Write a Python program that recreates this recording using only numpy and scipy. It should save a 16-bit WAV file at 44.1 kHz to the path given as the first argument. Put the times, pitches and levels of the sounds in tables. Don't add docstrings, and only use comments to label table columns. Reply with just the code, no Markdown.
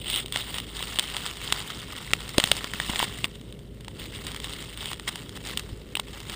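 import sys
import numpy as np
from scipy import signal
from scipy.fft import rfft, irfft, next_fast_len
from scipy.io import wavfile
from scipy.ndimage import uniform_filter1d, map_coordinates

SR = 44100
rng = np.random.default_rng(int(sys.argv[2]) if len(sys.argv) > 2 else 0)


def to_wav(sig):
    pcm = np.clip(np.atleast_2d(sig), -1, 1) * 32767
    pcm = np.round(pcm).astype(np.int16)
    wavfile.write(sys.argv[1], SR, pcm.T)


N = 280381


def amp(db):
    return 10 ** (np.asarray(db) / 20)


def unit(x):
    return x / np.sqrt(np.mean(x ** 2) + 1e-20)


def along(points, hz):
    f, v = np.transpose(points)
    return np.interp(np.log(hz + 1), np.log(f + 1), v)


def curves(rows):
    s, *columns = np.transpose(rows)
    return [np.interp(np.arange(N) / SR, s, column) for column in columns]


def wobble(rate):
    knots = rng.standard_normal(int(N * rate / SR) + 4)
    return map_coordinates(knots, [np.arange(N) * rate / SR])


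def filtered(x, response):
    m = next_fast_len(N + SR // 2)
    return irfft(rfft(x, m) * response(np.fft.rfftfreq(m, 1 / SR)), m)[..., :N]


def causal(gain, size=4096):
    cepstrum = irfft(np.log(gain(np.fft.rfftfreq(size, 1 / SR)) + 1e-6))
    cepstrum[1:size // 2] *= 2
    cepstrum[size // 2 + 1:] = 0
    response = irfft(np.exp(rfft(cepstrum)))[:size // 4]
    return response / np.linalg.norm(response)


def add(track, s, sound):
    part = track[round(s * SR):][:len(sound)]
    part += sound[:len(part)]


def lows(x, hz):
    return signal.lfilter(*signal.butter(1, hz, fs=SR), x)


# frequency in Hz, relative spectral density in dB per Hz.
RUMBLE = [(20, -25.5), (45, -7), (80, -9), (112, -2.5), (135, -7), (165, -7), (300, -12.5), (520, -17),
          (800, -34.5), (3000, -42.5), (6000, -50), (12000, -49.5)]
# pitch in Hz, RMS level in dB, wavering in dB.
HUM = [(55, -48, 1.4), (410.7, -57.5, .6)]


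def distance():
    hum = 0
    for hz, db, waver_db in HUM:
        level = np.sqrt(2) * amp(db + waver_db * wobble(7))
        phase = 2 * np.pi * np.cumsum(hz + 0.71 * wobble(8.8)) / SR
        hum = hum + level * np.sin(phase)
    rumble = filtered(rng.standard_normal(N), lambda f: amp(along(RUMBLE, f)))
    rumble_db = -43.5 + .7 * wobble(3) + .8 * wobble(13)
    return hum + amp(rumble_db) * unit(rumble)


# time in seconds, gain in dB.
CONTACT = [(0, -36), (.3, -43.5), (1.0, -41.5), (1.87, -45.5), (2.1, -40), (3.2, -38), (3.3, -47),
           (3.7, -56.5), (4.1, -44.5), (4.7, -40.5), (5.05, -46), (5.5, -44), (5.8, -50.5), (6.36, -43.5)]
# start in seconds, length in seconds, gain in dB.
STROKES = [(0.089, 0.1, -27), (0.348, 0.062, -31), (0.422, 0.11, -36), (0.552, 0.038, -32),
           (0.769, 0.14, -36.5), (0.902, 0.19, -37.5), (1.141, 0.17, -36.5), (1.435, 0.16, -36.5),
           (1.677, 0.14, -37.5), (1.91, 0.11, -40.5), (2.42, 0.16, -34.5), (2.756, 0.07, -36.5),
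           (2.884, 0.11, -33.5), (3.005, 0.039, -31), (3.243, 0.013, -32), (4.001, 0.058, -39.5),
           (4.164, 0.078, -40), (4.266, 0.058, -37.5), (4.448, 0.08, -40.5), (4.588, 0.035, -38),
           (4.814, 0.1, -34.5), (5.08, 0.012, -25), (5.104, 0.12, -41.5), (5.353, 0.02, -39.5),
           (5.456, 0.07, -36.5), (5.572, 0.028, -41.5), (6.133, 0.075, -43.5), (6.292, 0.05, -36.5)]
SWELL_DB, FADE_DB = 27.5, 37


def pressure():
    t = np.arange(N) / SR
    power = amp(2 * curves(CONTACT)[0])
    for s, length, db in STROKES:
        swell_db = SWELL_DB * (s - t)
        fade_db = FADE_DB * (t - s - length)
        down_db = np.maximum(swell_db, fade_db) / max(length, .01)
        power = power + amp(2 * (db - np.maximum(down_db, 0)))
    return np.sqrt(power)


# centre in Hz, width in Hz, gain at the centre in dB.
NOTCH = [(2430, 176, -7.5), (5990, 520, -9), (1605, 197, -5.5), (12080, 2850, -41.5), (4190, 67, -4.5)]


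def notches(hz):
    gains = [np.hypot(hz - centre, amp(db) * width) / np.hypot(hz - centre, width)
             for centre, width, db in NOTCH]
    return np.prod(gains, axis=0)


def path(spectrum):
    return causal(lambda hz: amp(along(spectrum, hz)) * notches(hz))


def patchy(x, depth_db):
    z = signal.stft(x, nperseg=256)[2]
    field = uniform_filter1d(rng.standard_normal(z.shape), size=5, axis=0)
    field = uniform_filter1d(field, size=3, axis=1)
    rustle = signal.istft(z * amp(depth_db * unit(field)), nperseg=256)[1][:N]
    return unit(rustle)


# frequency in Hz, relative gain in dB.
CASE = [(1000, -22), (2000, -14.5), (2600, -9), (3050, -3.5), (3800, -7), (4250, -16), (6000, -28),
        (7700, -23), (8200, -12.5), (8900, -10.5), (9500, -19.5), (11000, -36), (14300, -38), (15000, -9.5)]
# frequency in Hz, relative gain in dB.
SHELL = [(500, -3.5), (1050, 3.5), (2000, 6.5), (2500, 5), (3900, 2), (5200, -1.5), (6400, -3.5),
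         (8200, -3), (10300, -8), (14000, -6.5)]
# time in seconds, shell level over port in dB.
LAID = [(0, -23), (.24, -9.5), (.8, -3), (1.5, -0.5), (2.3, 0), (3.8, -3), (4.4, -1.5), (4.9, -6),
        (5.4, 0.5)]


def brushing():
    shell_db, = curves(LAID)
    press = pressure()
    rate = 360 * np.sqrt(press / np.median(press)) * amp(2.5 * wobble(30))
    sizes_db = np.minimum(5.5 * rng.exponential(size=(2, N)), 9)
    slips = (rng.random((2, N)) < rate / SR) * amp(sizes_db)
    ticks = signal.lfilter([1], [1, -np.exp(-1 / (.00035 * SR))], slips)
    hiss = amp(2.5 * wobble(70))
    shape = unit(unit(ticks) + [[1.0], [.8]] * hiss)
    rustles = shape * rng.standard_normal((2, N))
    ringing, broad = [patchy(x, depth_db=2.5) for x in rustles]
    through_port = signal.fftconvolve(ringing, path(CASE))[:N]
    through_shell = signal.fftconvolve(broad, path(SHELL))[:N]
    rub = through_port + amp(shell_db) * through_shell
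    return press * rub / np.hypot(1, amp(shell_db))


# start in seconds, peak in dB before the preamplifier,
# gain of the treble in dB, shell path over port path in dB.
SNAPS = [(0.0998, -5, 8, -30), (0.1326, -8, 6, -30), (0.15, -12, 6, -30), (0.1603, -7, 6, -30),
         (0.26, -15.5, 2, -13), (0.3236, -10, 7, -18), (0.3595, -9.5, -12, 12), (0.372, -10.5, 10, -2),
         (0.543, -14, -1, -9), (0.5838, -14, -1, -5), (0.601, -14, 0, -18), (0.7676, -15.5, 13, -10),
         (0.826, -15, -1, -9), (0.9875, -3, -2.5, -20), (0.9948, -1, 10, -8), (0.959, -15.5, 3, -3),
         (1.1665, -8, 2.5, -5), (1.2632, -10.5, 3.5, -2), (1.5241, -1, 3, 0.5), (2.1346, -2, 0, 11),
         (2.205, -20.5, -2, -6), (2.2918, -18, 14, 17), (2.3811, 0, 14, 4), (2.382, 2, 11, -5),
         (2.4, -1.5, 1, -5), (2.4396, 3, 1, -9), (2.4738, -14, 2, 8), (2.5154, 3, 2, -8),
         (2.567, -18, 23, 11), (2.6432, -16, -2, 24), (2.736, -17, 13, 21), (2.8001, -10.5, -3, -13),
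         (2.959, -19, -10, 13), (2.9923, -5, 2, -32), (3.0008, -13, -9, 6), (3.0268, -11, -4, -8),
         (3.2432, -8.5, -4.5, -32), (3.5248, -24, -1, -37), (3.8818, -21.5, -1.5, -1),
         (4.2675, -14.5, 13, -2), (4.317, -19, 17, -7), (4.346, -21, -3, 13), (4.4436, -11.5, 0.5, -11),
         (4.535, -15.5, 6, -10), (4.774, -15, 17, -23), (4.857, -12, 1, -15), (4.9162, -20, 11, 8),
         (4.9315, -14, 0, 0), (4.997, -18.5, 0, 8), (5.1571, -16.5, 4, 4), (5.5735, -6, 11.5, -10),
         (5.595, -15, 13, 13), (5.9531, -7.5, 3, -37), (5.968, -19, -10, -9), (5.971, -8.5, 2, -26),
         (5.9973, -9.5, 4, -10)]
# start in seconds, peak in dB.
TICKS = [(.282, -24.5), (0.344, -18.5), (0.7592, -25), (0.94, -24), (1.100, -20), (1.139, -21),
         (1.370, -22.5), (1.603, -17.5), (1.6225, -22), (1.790, -24), (1.923, -21), (1.964, -21.5),
         (1.982, -25), (2.114, -22.5), (2.228, -27), (2.279, -20.5), (2.486, -21), (2.612, -35),
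         (3.179, -23), (3.356, -30), (3.413, -32), (3.591, -32), (3.808, -29), (3.847, -26), (4.325, -32),
         (4.363, -18), (4.401, -20), (4.471, -24), (4.495, -24), (4.625, -22.5), (4.942, -25.5),
         (5.293, -21.5), (5.488, -21), (6.131, -27), (6.203, -22), (6.297, -17.5)]
# shell path over port path in dB, decay time constant in seconds.
SNAP_S = [(-20, 0.0011), (-12.5, 0.00097), (13.5, 0.0011)]


def snaps():
    track, t = np.zeros(N), np.arange(SR // 20) / SR
    case, shell = path(CASE), path(SHELL)
    ticks = [(s, db, 4, np.interp(s, *np.transpose(LAID))) for s, db in TICKS]
    for s, db, bright_db, shell_db in SNAPS + ticks:
        decay = np.interp(shell_db, *np.transpose(SNAP_S))
        crack = (1 - np.exp(-t / .0002)) * np.exp(-t / decay)
        rattle = .05 * np.exp(-t / .0044)
        z = rfft((crack + rattle) * rng.standard_normal(len(t)))
        even = z / np.sqrt(uniform_filter1d(np.abs(z) ** 2, size=40))
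        burst = irfft(even)[:len(t) // 2]
        low = lows(burst, hz=3580)
        tilted = low + amp(bright_db) * (burst - low)
        sound = signal.fftconvolve(tilted, case + amp(shell_db) * shell)
        add(track, s, amp(db) * sound / np.abs(sound).max())
    return track


# start in seconds, starting level of the main mode in dB, pitch in Hz.
KNOCKS = [(0.2449, -29, 385), (2.1345, -1, 2700), (2.3832, -9, 577), (2.5152, -17.5, 570),
          (2.6436, -16.5, 1860), (2.736, -17.5, 1900), (2.801, -10.5, 1840), (2.895, -22, 1000),
          (2.935, -20, 990), (3.0008, -13.5, 1030), (3.0282, -11, 945), (3.243, -19, 1120),
          (3.2435, -6.5, 2770), (3.881, -28.5, 920), (4.916, -24, 1110), (5.9535, -12.5, 2740),
          (5.97, -24, 920), (5.996, -18, 1080)]


def knocks():
    track, t = np.zeros(N), np.arange(SR // 20) / SR
    for s, db, hz in KNOCKS:
        ring = np.sin(2 * np.pi * hz * t) + 0.17 * np.sin(2 * np.pi * 1.56 * hz * t)
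        add(track, s, -amp(db - 60 * t * hz / 12) * ring)
    return track


# start in seconds, level before damping in dB,
# length of the push in seconds (held to 1 ms or more).
BUMPS = [(2.382, -4.5, 0.0016), (2.439, -17, 0.0028), (2.514, -30, 0.00093), (2.745, -23, 0.0027),
         (2.897, -16, 0.0024), (5.728, -24, 0.0048)]


def bumps():
    track, t = np.zeros(N), np.arange(SR // 20) / SR
    for s, db, length in BUMPS:
        u = t / np.clip(length, .001, .02)
        add(track, s, -amp(db) * np.sin(np.pi * u) * np.exp(-.9 * u))
    return track


def scene():
    mono = brushing() + snaps() + knocks() + bumps() + distance()
    return np.tile(mono, (2, 1))


PORT_HZ = 15170


def port(hz):
    return 1 / np.sqrt(1 + (hz / PORT_HZ) ** 240)


TOP = 0.97
TOP_HZ = 16640


def record(dry):
    heard = filtered(dry, port)
    held = heard / (1 + np.abs(heard / TOP) ** 6) ** (1 / 6)
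    return filtered(held, lambda hz: np.clip((TOP_HZ - hz) / 300, 0, 1))


dry = scene()
out = record(dry)
to_wav(out)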